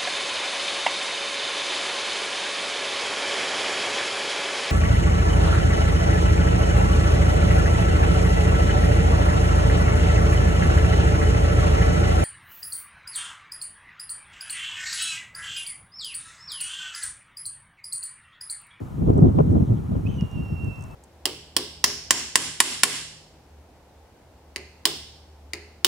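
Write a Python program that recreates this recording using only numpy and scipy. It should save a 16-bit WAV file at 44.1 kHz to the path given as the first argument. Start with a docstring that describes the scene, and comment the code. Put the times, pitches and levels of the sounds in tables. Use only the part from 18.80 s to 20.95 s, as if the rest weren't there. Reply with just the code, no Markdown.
"""A red kite in the wind

A red kite overhead gives one thin whistle: a quick upward flick, a hoarse arch, then a long, slowly
sinking note. Gusts buffet the microphone, one with a sharp snap, and die down. The hand-held camera
whirrs and ticks. Behind it all lie a far songbird and the faint rush of open country."""
import sys
import numpy as np
from scipy import signal
from scipy.io import wavfile
from scipy.ndimage import uniform_filter1d

SR = 44100
rng = np.random.default_rng(int(sys.argv[2]) if len(sys.argv) > 2 else 0)


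def put_to_file(sound):
    """Save the sound as 16-bit audio at rate SR, in the file named by the first command-line argument."""
    columns = np.atleast_2d(sound).T  # one column per channel
    safe = np.clip(columns, -1, 1)
    whole_steps = np.round(safe * 32767)
    wavfile.write(sys.argv[1], SR, whole_steps.astype(np.int16))


N = 94815
T = np.arange(N) / SR


def from_db(db):
    """Turn decibels into a number to multiply by."""
    return 10 ** (np.asarray(db) / 20)


def unit_power(x):
    """Scale a signal to an average power of 1."""
    return x / np.sqrt(np.mean(x ** 2) + 1e-20)


def in_time(rows):
    """Join (time, value) points with straight lines."""
    return np.interp(T, *np.transpose(rows))


def at_hz(points, hz):
    """Read between (frequency, value) points, giving each octave equal room."""
    freqs, values = np.transpose(points)
    return np.interp(np.log(hz), np.log(freqs), values)


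def drift(rate):
    """A smooth random wobble of about 1 either way; a higher rate wobbles faster."""
    pole = np.exp(-16 * np.pi * rate / SR)
    slow = signal.lfilter([1], [1, -2 * pole, pole * pole], rng.standard_normal(N // 8 + 4002))[4000:]
    return np.interp(np.arange(N) / 8, np.arange(len(slow)), unit_power(slow))


def hump(s, half_s):
    """A smooth swell and fall around time s."""
    return np.exp(-np.minimum(((T - s) / half_s) ** 2, 100))


def pan(left_db):
    """Two gains that make the left side left_db louder than the right."""
    return from_db(np.array([[.5], [-.5]]) * left_db)


def resonate(x, hz, width_hz):
    """Pass a sound twice through one resonance, keeping what lies near hz."""
    r = np.exp(-np.pi * width_hz / SR)
    b = np.array([1, 0, -1]) * (1 - r * r) / 2
    a = [1, -2 * r * np.cos(2 * np.pi * hz / SR), r * r]
    return signal.lfilter(b, a, signal.lfilter(b, a, x))


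def ringing_noise(modes):
    """Noise coloured by a set of resonances."""
    return unit_power(sum(from_db(db) * resonate(rng.standard_normal(N), hz, 2 * width)
                          for hz, width, db in modes))


def noise_bands(spectrum, likeness):
    """Stereo noise as (centres, bands). Likeness near 1 makes the sides alike, near -1 opposite."""
    edges = np.geomspace(22, 17000, 25)
    centres = np.sqrt(edges[1:] * edges[:-1])
    white, bands = rng.standard_normal((2, 2, N)), []
    for k, hz in enumerate(centres):
        bandpass = signal.butter(3, edges[k:k + 2], "band", fs=SR, output="sos")
        mid, side = signal.sosfilt(bandpass, white[k % 2])
        alike = np.clip(at_hz(likeness, hz), -.99, .99)
        stereo = np.sqrt(1 + alike) * mid + np.sqrt(1 - alike) * side * [[1], [-1]]
        bands.append(from_db(at_hz(spectrum, hz)) * stereo)
    return centres, np.array(bands) / np.std(sum(bands))


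def noise(spectrum, likeness):
    """All the bands added into one stereo noise."""
    return noise_bands(spectrum, likeness)[1].sum(axis=0)


# tone colour of the far rush and of the hiss (frequency [Hz], relative level [dB])
COUNTRY_COLOUR = [(30, -5), (100, 8), (300, -0.5), (550, -1.5), (900, -1), (1300, -5.5), (1550, -12.5),
                  (1800, -21), (2150, -18.5), (2500, -18.5), (4000, -38), (15000, -59)]
HISS_COLOUR = [(100, 22.5), (2000, 10), (3200, 6.5), (4600, 2.5), (6100, 1), (7000, 8), (8200, 3),
               (9800, 1.5), (15500, -0.5)]
def background():
    """Open country rushes steadily far away, and the microphone hisses."""
    country = noise(COUNTRY_COLOUR, likeness=[(100, .38), (700, .083), (2000, .037)])
    hiss = noise(HISS_COLOUR, likeness=[(2500, .17), (4300, 1), (8000, .63), (15000, .35)])
    return from_db(-46.5) * pan(2) * country + from_db(-57.5) * hiss


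# strength of the gusts (time [s], relative level [dB])
GUSTS = [(0, -27.5), (.08, -40), (.18, -28), (.225, -19.5), (.25, -24.5), (.285, -14.5), (.35, -20.5),
         (.375, -15.5), (.41, -18.5), (.445, -13), (.53, -24.5), (.57, -17), (.66, -21), (.76, -17.5),
         (.83, -20.5), (.865, -27), (.915, -19), (1.01, -29), (1.07, -32.5), (1.11, -23), (1.18, -24),
         (1.225, -30.5), (1.27, -25), (1.37, -29.5), (1.41, -30.5), (1.44, -27), (1.5, -44.5), (1.55, -29),
         (1.61, -28.5), (1.68, -36.5), (1.725, -26), (1.78, -35.5), (1.88, -25), (1.94, -44.5),
         (2.0, -35.5), (2.15, -43)]
# tone colour of the wind (frequency [Hz], relative level [dB])
WIND_COLOUR = [(15, -52), (25, -69), (58, -6.5), (102, 0), (173, -1), (404, -11.5), (579, -22.5),
               (701, -22.5), (1170, -35.5), (1330, -52.5), (3300, -79), (4000, -72.5), (5200, -90),
               (8800, -120)]
# how alike the wind is on the left and right (frequency [Hz], likeness)
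WIND_LIKENESS = [(60, 0.7), (150, 0.55), (260, 0.35), (400, -0.54), (700, -0.8), (1600, -1.25),
                 (3000, 0.97)]
def wind():
    """Swirling air rumbles on the microphone; stronger gusts sound brighter."""
    strong_db, lump_db, patchy_db = -16, 2.0, 1.16
    brightening_per_octave, steady_s = .28, .035
    gust_db = in_time(GUSTS) - strong_db + lump_db * drift(90.5)
    centres, bands = noise_bands(WIND_COLOUR, WIND_LIKENESS)
    # even out the noise's own swells so that the gusts lead
    power = uniform_filter1d(np.mean(bands.sum(axis=0) ** 2, axis=0), size=int(steady_s * SR))
    steady = 1 / np.sqrt(uniform_filter1d(power, size=int(steady_s * SR / 2)) + .05)
    out = 0
    for hz, band in zip(centres, bands):
        swing = 1 + brightening_per_octave * np.log2(hz / 130)
        out += band * from_db(swing * gust_db + patchy_db * drift(40))
    return from_db(strong_db + 1.5) * steady * out


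# loudness of the whirr (time [s], level [dB])
WHIRR_LEVEL = [(.2, -84), (.35, -76.5), (.6, -72.5), (.92, -73), (1.05, -85)]
# where the whirr rings (frequency [Hz], width [Hz], relative level [dB])
WHIRR_MODES = [(6070, 610, 2.5), (7360, 300, -1), (8700, 370, 3)]
def camera_whirr():
    """The camera whirrs faintly as it swings up."""
    return from_db(in_time(WHIRR_LEVEL)) * ringing_noise(WHIRR_MODES)


# the songbird's notes (start time [s], level [dB])
CHIRPS = [(.25, -63), (.35, -73), (.45, -64), (.545, -65), (.65, -68), (.745, -64.5), (.85, -63.5),
          (.94, -63.5), (1.12, -64)]
def songbird():
    """A small bird sings a run of short falling notes, blurred by distance."""
    length_s, start_hz, fall_hz_per_s = .075, 3850, 19000
    out, blur_hz = 0, 255.4 * drift(300)
    for s, db in CHIRPS:
        hz = start_hz - fall_hz_per_s * np.clip(T - s, 0, length_s) + blur_hz
        swell = hump(s + length_s / 2, length_s / 2)
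        out += from_db(db) * swell * np.sin(2 * np.pi * np.cumsum(hz) / SR)
    return out


# low thumps of air (time [s], level [dB], pitch [Hz], half length [s])
THUMPS = [(.279, -10.5, 97, 0.0062), (.429, -2.5, 145.8, 0.0062), (.590, -16.5, 266, 0.0053),
          (.491, -9, 94, 0.0055), (.616, -11.5, 151, 0.012), (.711, -13, 92, 0.012),
          (.826, -7, 110, 0.0033), (.912, -11.5, 115.4, 0.018), (1.267, -16.5, 111, 0.011),
          (1.426, -8, 157, 0.0042), (1.728, -16.5, 133, .006)]
# brighter flaps of air (time [s], level [dB], half length [s])
FLAPS = [(0.294, -28.5, 0.019), (0.388, -25.5, 0.01), (0.426, -23.5, 0.0057), (0.497, -28.5, 0.0036),
         (0.591, -14.5, 0.0065), (.606, -15.5, 0.0069), (0.752, -23.5, 0.0046), (0.918, -29.5, 0.004),
         (1.155, -27, 0.0046), (1.427, -33, 0.0056), (1.704, -39, 0.0059)]
# tone colour of a flap (frequency [Hz], relative level [dB])
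FLAP_COLOUR = [(200, -23), (450, 10), (750, -8.5), (1200, -13), (2000, -43.5), (5000, -72), (15000, -85)]
def buffets():
    """Single swirls of air thump the microphone; small ones flap at a higher pitch."""
    thumps = sum(from_db(db) * hump(s, half_s) * np.sin(2 * np.pi * hz * (T - s))
                 for s, db, hz, half_s in THUMPS)
    flap_level = sum(from_db(db) * hump(s, half_s) for s, db, half_s in FLAPS)
    return thumps + flap_level * noise(FLAP_COLOUR, WIND_LIKENESS) * pan(3)


# camera ticks (time [s], relative level [dB], body's share [0-1], left over right [dB])
TICKS = [(0.297, -53.5, .05, 5), (0.339, -50, 0.45, 3.5), (0.379, -49.5, .05, 6), (.711, -47.5, 0.3, -3),
         (.725, -53, .05, 1), (1.212, -57, 0, 0), (1.410, -39.5, 0.98, 2), (1.514, -50, 0, -4),
         (1.845, -50, .05, 11), (1.959, -47, 0.55, 8), (1.993, -52, .05, 3), (2.009, -48.5, .05, 11),
         (2.024, -42.5, 0.1, 6), (2.039, -45, .03, 7), (2.111, -49, 0.5, 7)]
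# where the camera's shell and body ring (frequency [Hz], width [Hz], relative level [dB])
SHELL_MODES = [(5960, 720, 4), (8100, 400, 8.5), (12500, 5000, -15)]
BODY_MODES = [(2400, 1200, 0.5), (5000, 660, 3), (6700, 900, -4)]
def camera_ticks():
    """Tiny slips of the grip shake the camera's thin shell and, when firmer, its body."""
    shell, body = ringing_noise(SHELL_MODES), ringing_noise(BODY_MODES)
    out, half_s = 0, .0014
    for s, db, share, left_db in TICKS:
        ring = (1 - share) * shell + share * body
        out += from_db(db - 4) * pan(left_db) * hump(s + half_s / 2, half_s) * ring
    return out


# tone colour of the snap (frequency [Hz], relative level [dB])
SNAP_COLOUR = [(400, 5.5), (1200, 7.5), (2500, -8), (4500, -17), (6000, -26), (15000, -45)]
def wind_snap():
    """One gust snaps sharply on the microphone."""
    return from_db(-28) * pan(7) * hump(s=.5896, half_s=.0007) * noise(SNAP_COLOUR, WIND_LIKENESS)


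# the whistle's tune (time [s], pitch [Hz])
WHISTLE_PITCH = [(1.25, 2340), (1.265, 2560), (1.273, 2610), (1.278, 2990), (1.305, 3100), (1.335, 3115),
                 (1.365, 3030), (1.395, 2890), (1.425, 2820), (1.555, 2790), (1.59, 2752), (1.635, 2762),
                 (1.67, 2742), (1.74, 2745), (1.79, 2715), (1.84, 2730), (1.9, 2685), (2.03, 2690),
                 (2.14, 2650)]
# loudness of the whistle and of its overtone an octave up (time [s], level [dB])
WHISTLE_LEVEL = [(1.24, -80), (1.26, -52), (1.27, -32.5), (1.278, -54), (1.295, -58), (1.372, -60),
                 (1.39, -43.5), (1.41, -42), (1.432, -52), (1.5, -55), (1.58, -44.5), (1.72, -48.5),
                 (1.79, -41.5), (1.86, -41.5), (1.95, -44), (2.04, -51.5), (2.085, -58), (2.125, -51),
                 (2.15, -73)]
OCTAVE_LEVEL = [(1.24, -79), (1.275, -70), (1.33, -67), (1.375, -63.5), (1.4, -78), (1.52, -76), (1.7, -69),
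                (1.85, -76), (2.0, -73), (2.15, -81)]
# the whistle's balance between the ears (time [s], left over right [dB])
WHISTLE_LEFT = [(1.27, -12), (1.295, 3), (1.345, -2), (1.39, -9), (1.48, -15), (1.6, -7.5), (1.84, -17.5),
                (2.03, -22), (2.12, -4.5)]
# how hoarse the voice is (time [s], roughness [0-1])
HOARSENESS = [(1.268, .08), (1.3, 0.7), (1.365, 0.9), (1.39, 0.08), (1.46, 0.25), (1.58, 0.09), (1.8, 0),
              (2.14, 0)]
def kite():
    """The kite whistles a wavering, almost pure note that turns raspy where its voice is pressed."""
    waver_hz, waver_rate, rasp_rate, flutter_db, left_lead_rad = 11, 30, 170, 1.0, .27
    hz = in_time(WHISTLE_PITCH) + waver_hz * drift(waver_rate)
    level = from_db(in_time(WHISTLE_LEVEL) + flutter_db * drift(waver_rate))
    rough = in_time(HOARSENESS)
    # hoarseness shakes both the timing and the height of the wave
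    phase = 2 * np.pi * np.cumsum(hz) / SR + rough * drift(rasp_rate) / 2
    height = np.sqrt(2) * level * (1 + rough * drift(rasp_rate) / 2)
    left = from_db(in_time(WHISTLE_LEFT)) * np.sin(phase + left_lead_rad)
    voice = height * np.array([left, np.sin(phase)])
    octave_level = from_db(in_time(OCTAVE_LEVEL) + 2.5 * drift(waver_rate))
    octave = np.sqrt(2) * octave_level * np.sin(2 * phase + .6 * drift(rasp_rate / 2))
    rasp_noise = unit_power(resonate(rng.standard_normal((2, N)), hz=2760, width_hz=810))
    rasp = from_db([[-.5], [4.5]]) * level * rough * rasp_noise
    started = T > WHISTLE_PITCH[0][0]
    return started * (voice + octave + rasp)


def echoes(call, count=40, fade_s=.34):
    """Ground and trees throw back faint echoes, different in each ear."""
    out = np.zeros((2, N))
    for k, delay_s in enumerate(rng.uniform(.01, .3, count)):
        ear, lag = k % 2, int(delay_s * SR) + 1
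        out[ear, lag:] += from_db(-60 * delay_s / fade_s) * call[ear, :-lag]
    return from_db(-17) * out


def scene():
    """The kite calls above the landscape, the wind and the camera's small noises."""
    call = kite()
    surroundings = background() + wind() + camera_whirr() + songbird() + buffets() + camera_ticks()
    return surroundings + wind_snap() + call + echoes(call)


def record(dry):
    """The very highest treble is cut off steeply."""
    cutoff_hz = 15850
    return signal.sosfilt(signal.ellip(12, .1, 80, cutoff_hz, fs=SR, output="sos"), dry)


dry = scene()
out = record(dry)
put_to_file(out)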